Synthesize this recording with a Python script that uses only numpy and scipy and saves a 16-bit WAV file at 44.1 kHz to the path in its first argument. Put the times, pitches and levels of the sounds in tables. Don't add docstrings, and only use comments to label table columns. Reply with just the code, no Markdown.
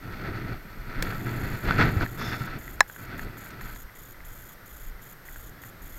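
import sys
import numpy as np
from scipy import signal
from scipy.fft import rfft, irfft
from scipy.io import wavfile
from scipy.ndimage import uniform_filter1d

SR = 44100
rng = np.random.default_rng(int(sys.argv[2]) if len(sys.argv) > 2 else 0)


def pcm_store(signal):
    levels = np.round(np.clip(np.atleast_2d(signal), -1, 1) * 32767)
    wavfile.write(sys.argv[1], SR, levels.astype(np.int16).T)


N = 264070
T = np.arange(N) / SR

# (frequency [Hz], density [dB])
SCRAPE_SPECTRUM = [(300, -17), (450, -5.5), (800, -6.5), (1080, -9), (1320, 3), (1550, 0), (2000, -1.5),
                   (2600, -10), (3050, -18.5), (3500, -18.5), (4400, -23), (5200, -35), (6800, -35.5),
                   (8200, -41)]
# (frequency [Hz], density [dB])
CRINKLE_SPECTRUM = [(2300, 8), (2700, -4), (3100, -7), (3600, -6), (4000, -2.5), (4400, 4), (5200, -3.5),
                    (6300, -9), (7800, -24)]
# (start [s], length [s], scrape level [dB], rumble level [dB])
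SLEEVE_STROKES = [(0.0, 0.28, -45, -41), (0.211, 0.33, -42, -35.5), (0.535, 0.43, -51, -45.5),
                  (0.856, 0.14, -43, -43.5), (0.954, 0.2, -38.5, -35), (1.143, 0.77, -44.5, -39),
                  (1.23, 0.32, -41, -33.5), (1.618, 0.27, -32.5, -27), (1.752, 0.14, -32, -31),
                  (1.77, 0.05, -18, -24), (1.885, 0.097, -36.5, -31), (1.983, 0.05, -30, -25),
                  (2.055, 0.14, -49, -41), (2.167, 0.17, -35.5, -33.5), (2.324, 0.24, -41.5, -38),
                  (2.553, 0.25, -52.5, -47.5), (2.96, 0.78, -47.5, -46), (3.082, 0.19, -46, -39.5),
                  (3.603, 0.065, -46.5, -57), (5.51, 0.65, -60.5, -56)]


def sleeve(attack_s=0.035, t60_s=0.14):
    slips = unit(grains(rate_hz=1800, spread_db=1.5)) + undb(-0.5) * noise()
    scrape = unit(in_case(colour(slips, SCRAPE_SPECTRUM), ring_db=0.5))
    folds = grains(rate_hz=1400, spread_db=1.5)
    crinkle = unit(in_case(colour(folds, CRINKLE_SPECTRUM), ring_db=-4))
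    strokes = power_sum(undb(db) * swell(start, length, attack_s, t60_s)
                        for start, length, db, _ in SLEEVE_STROKES)
    effort = strokes * undb(1.2 * walk(70) + 1.0 * walk(18))
    return scrape * effort + undb(-22.5) * crinkle * effort ** 0.8


# (frequency [Hz], density [dB])
RUMBLE_SPECTRUM = [(32, -29), (55, -8), (80, -4), (119, 1), (161, -5), (199, -5.5), (296, -8), (370, -9),
                   (526, -22), (688, -18.5), (810, -24.5), (900, -35), (1170, -32), (1980, -120)]
# (frequency [Hz], density [dB])
SWAY_SPECTRUM = [(9, -8.5), (16, -1.5), (23, -0.5), (30, -3.5), (45, -10.5), (62, -13), (90, -34)]
# (start [s], length [s], level [dB])
BODY_LURCHES = [(0.435, 0.12, -36), (0.766, 0.098, -35), (0.962, 0.057, -31.5), (1.645, 0.079, -23.5),
                (2.454, 0.34, -42), (3.613, 0.09, -39)]


def buffeting(throb_start_s=3.05, throb_period_s=0.548):
    broad = colour(noise(), RUMBLE_SPECTRUM)
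    boom = resonate(colour(noise(), RUMBLE_SPECTRUM), hz=111, width_hz=30)
    rumble = unit(broad + undb(-1.5) * boom)
    sway = unit(colour(noise(), SWAY_SPECTRUM))
    push = power_sum(undb(db) * swell(start, length, attack_s=0.035, t60_s=0.2)
                     for start, length, _, db in SLEEVE_STROKES)
    swing = dict(attack_s=0.023, t60_s=0.31)
    lurch = power_sum(undb(db) * swell(start, length, **swing) for start, length, db in BODY_LURCHES)
    throb = power_sum(swell(start, length_s=0.26, **swing)
                      for start in np.arange(throb_start_s, T[-1], throb_period_s))
    breeze_rumble, breeze_sway = undb(-57 + 1.5 * walk(5)), undb(-53)
    rocking = power_sum([undb(-5.5) * push, lurch, undb(-42.5) * throb, breeze_sway])
    return rumble * power_sum([push, breeze_rumble]) * undb(1.27 * walk(25)) + sway * rocking


# (time [s], level [dB], pitch [Hz])
ARM_BUMPS = [(1.709, -20, 122), (1.966, -13, 97), (2.409, -20.5, 126)]


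def arm_bumps(t60_s=0.079):
    return sum(undb(db) * fade(s, t60_s) * np.sin(2 * np.pi * hz * (T - s)) for s, db, hz in ARM_BUMPS)


# (time [s], ring level [dB], crack level [dB], crack t60 [s])
REEL_CLICKS = [(1.0243, -32.5, -15.5, 0.021), (2.8061, -5, -7, 0.0077), (2.8282, -43, -52, 0.0098),
               (3.505, -44, -40, 0.042), (3.6107, -36, -52, 0.018), (3.7603, -41, -28, 0.0046)]
# (frequency [Hz], level [dB], t60 [s])
REEL_MODES = [(700, -9, 0.02), (815, -11.5, 0.042), (1010, -0.5, 0.021), (1253, 0, 0.01),
              (1680, 1.5, 0.029), (1825, 2, 0.019), (2040, -1, 0.016), (2540, -4, 0.0088),
              (3350, -12.5, 0.0071), (3990, -11, 0.02), (5300, -14.5, 0.028), (6970, -11, 0.016),
              (7760, -7.5, 0.0039)]
# (frequency [Hz], density [dB])
CRACK_SPECTRUM = [(500, 4), (1100, -17), (1800, 11), (3000, -6), (4000, 0), (5000, -2.5), (7000, -2.5),
                  (9000, -9.5), (11500, -13.5), (15500, -8)]


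def reel():
    blows, cracks = np.zeros(N), 0
    for s, ring_db, crack_db, t60_s in REEL_CLICKS:
        blows[int(s * SR)] = undb(ring_db)
        cracks += undb(crack_db) * fade(s, t60_s) * noise()
    ring = sum((-1) ** k * undb(db) * fade(0, t60_s) * np.sin(2 * np.pi * hz * T)
               for k, (hz, db, t60_s) in enumerate(REEL_MODES))
    return signal.fftconvolve(blows, ring)[:N] + colour(cracks, CRACK_SPECTRUM)


# (centre [Hz], half-width per filter stage [Hz], gain [dB])
SPOOL_BANDS = [(3540, 140, 1.5), (4430, 250, -10), (5000, 120, -3), (5300, 190, -3.5), (6150, 230, -12)]


def running_line():
    friction = noise()
    whisk = unit(sum(undb(db) * band(friction, hz, 2 * half_hz) for hz, half_hz, db in SPOOL_BANDS))
    spin = swell(start_s=2.175, length_s=0.11, attack_s=0.038, t60_s=0.52)
    return whisk * spin * undb(-43 + 1.8 * walk(61))


# (time [s], level [dB], pitch [Hz])
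CASE_TAPS = [(1.124, -21.5, 1450), (1.638, -29, 1440), (1.7091, -7, 1460), (2.01, -16, 1510),
             (2.0626, -20.5, 1760), (2.2142, -20.5, 1170), (2.679, -26.5, 1960), (2.8983, -27.5, 1590),
             (2.9626, -30, 1600), (3.194, -21.5, 1760), (3.3707, -35, 1460), (5.2866, -30.5, 1920),
             (5.36, -30, 1620), (5.637, -30.5, 1860)]


def taps(t60_s=0.015):
    knocks = sum(undb(db) * fade(s, t60_s) * (np.sin(2 * np.pi * hz * (T - s)) + 0.23 * noise())
                 for s, db, hz in CASE_TAPS)
    spectrum_hz_db = [(200, -2), (1500, -2.5), (2500, -2), (5000, -10.5), (10000, -34)]
    return in_case(colour(knocks, spectrum_hz_db), ring_db=-2)


# (frequency [Hz], width [Hz], gain [dB])
CASE_MODES = [(952, 50, -1), (1325, 34, -2), (1505, 24, 0), (1910, 53, -11), (2680, 190, -10.5),
              (3450, 150, 1), (4310, 380, -1.5)]


def in_case(x, ring_db):
    return x + undb(ring_db) * sum(undb(db) * resonate(x, hz, width) for hz, width, db in CASE_MODES)


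# (centre [Hz], width per filter stage [Hz], gain [dB])
HISS_BANDS = [(3350, 600, -6), (6850, 750, -1), (7550, 400, -5), (8450, 550, -9), (10000, 700, -7),
              (11600, 850, 1.5), (13100, 450, -1), (13800, 650, 3.5), (14950, 500, -9), (15600, 400, -12)]
HISS_PAUSES = [2.468, 2.76, 3.059, 3.25, 3.494, 3.835, 4.13, 4.542, 4.9, 5.135, 5.5, 5.701]


def card_hiss(start_s=1.02, pause_s=0.117, block_s=0.034, duty=0.84):
    clock_s = T + 0.002 * walk(12)
    starts = [start_s] + [s + pause_s for s in HISS_PAUSES]
    ends = HISS_PAUSES + [T[-1]]
    gate = sum((T > start) * (T < end) * ((clock_s - start) / block_s % 1 < duty)
               for start, end in zip(starts, ends))
    hiss = sum(undb(db) * band(grains(rate_hz=6300, spread_db=3.5), hz, width)
               for hz, width, db in HISS_BANDS)
    level_db = -51.5 + 1.1 * walk(260)
    return undb(level_db) * unit(hiss) * uniform_filter1d(gate.astype(float), size=60)


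# (frequency [Hz], density [dB])
RAIN_SPECTRUM = [(100, 3), (130, -2), (250, -10), (500, -9), (1000, -12.5), (1400, -5.5), (2000, -10.5),
                 (2600, -20), (3400, -22), (5000, -23.5), (8000, -28), (15500, -28.5)]


def rain(wash_db=-51, patter_db=-62):
    wash = unit(in_case(colour(noise(), RAIN_SPECTRUM), ring_db=-12.5))
    drift_db = 0.083 * walk(2.14)
    jacket_hz_db = [(900, -3.5), (1500, 0), (2000, 12.5), (2800, -15)]
    patter = unit(colour(grains(rate_hz=260, spread_db=7), jacket_hz_db))
    return undb(wash_db + drift_db) * wash + undb(patter_db) * patter


def whine(hz=13198, restart_hz=81.217, level_db=-61.5):
    tone = np.sin(2 * np.pi * hz * (T % (1 / restart_hz)))
    return undb(level_db) * unit(resonate(tone, hz, width_hz=700))


def undb(db):
    return 10 ** (np.asarray(db) / 20)


def unit(x):
    return x / np.sqrt(np.mean(x ** 2))


def noise():
    return rng.standard_normal(N)


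def walk(rate_hz):
    hold = int(SR / rate_hz)
    steps = np.repeat(rng.standard_normal(N // hold + 1), hold)
    return unit(uniform_filter1d(steps, hold)[:N])


def grains(rate_hz, spread_db):
    return (rng.random(N) < rate_hz / SR) * noise() * undb(spread_db * np.clip(noise(), -2, 2))


def colour(x, spectrum_hz_db):
    hz, db = np.transpose(spectrum_hz_db)
    octave = np.log2(np.maximum(np.fft.rfftfreq(N, 1 / SR), 1))
    outside = np.abs(octave - np.clip(octave, np.log2(hz[0]), np.log2(hz[-1])))
    gain_db = np.interp(octave, np.log2(hz), db) - 20 * outside
    cepstrum = irfft(np.log(undb(gain_db)), N)
    causal = 2 * cepstrum * (np.arange(N) < N // 2)
    return irfft(rfft(x) * np.exp(rfft(causal) - cepstrum[0]), N)


def resonate(x, hz, width_hz):
    return signal.lfilter(*signal.iirpeak(hz, hz / width_hz, fs=SR), x)


def band(x, hz, width_hz):
    return resonate(resonate(x, hz, width_hz), hz, width_hz)


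def fade(start_s, t60_s):
    return (T >= start_s) * undb(-60 * np.clip((T - start_s) / t60_s, 0, 2))


def swell(start_s, length_s, attack_s, t60_s):
    rise = np.clip((T - start_s) / attack_s, 0, 1)
    return rise * undb(-60 * np.clip((T - start_s - length_s) / t60_s, 0, 2))


def power_sum(envelopes):
    return np.sqrt(sum(e ** 2 for e in envelopes) + 1e-12)


def scene():
    handling = sleeve() + buffeting() + arm_bumps() + taps()
    return (handling + running_line() + reel() + rain() + card_hiss() + whine())[None]


def record(dry):
    cutoff_hz = 15800
    lowpass = signal.ellip(10, 0.2, 80, cutoff_hz, fs=SR, output="sos")
    return signal.sosfilt(lowpass, np.clip(dry, -1, 1))


dry = scene()
out = record(dry)
pcm_store(out)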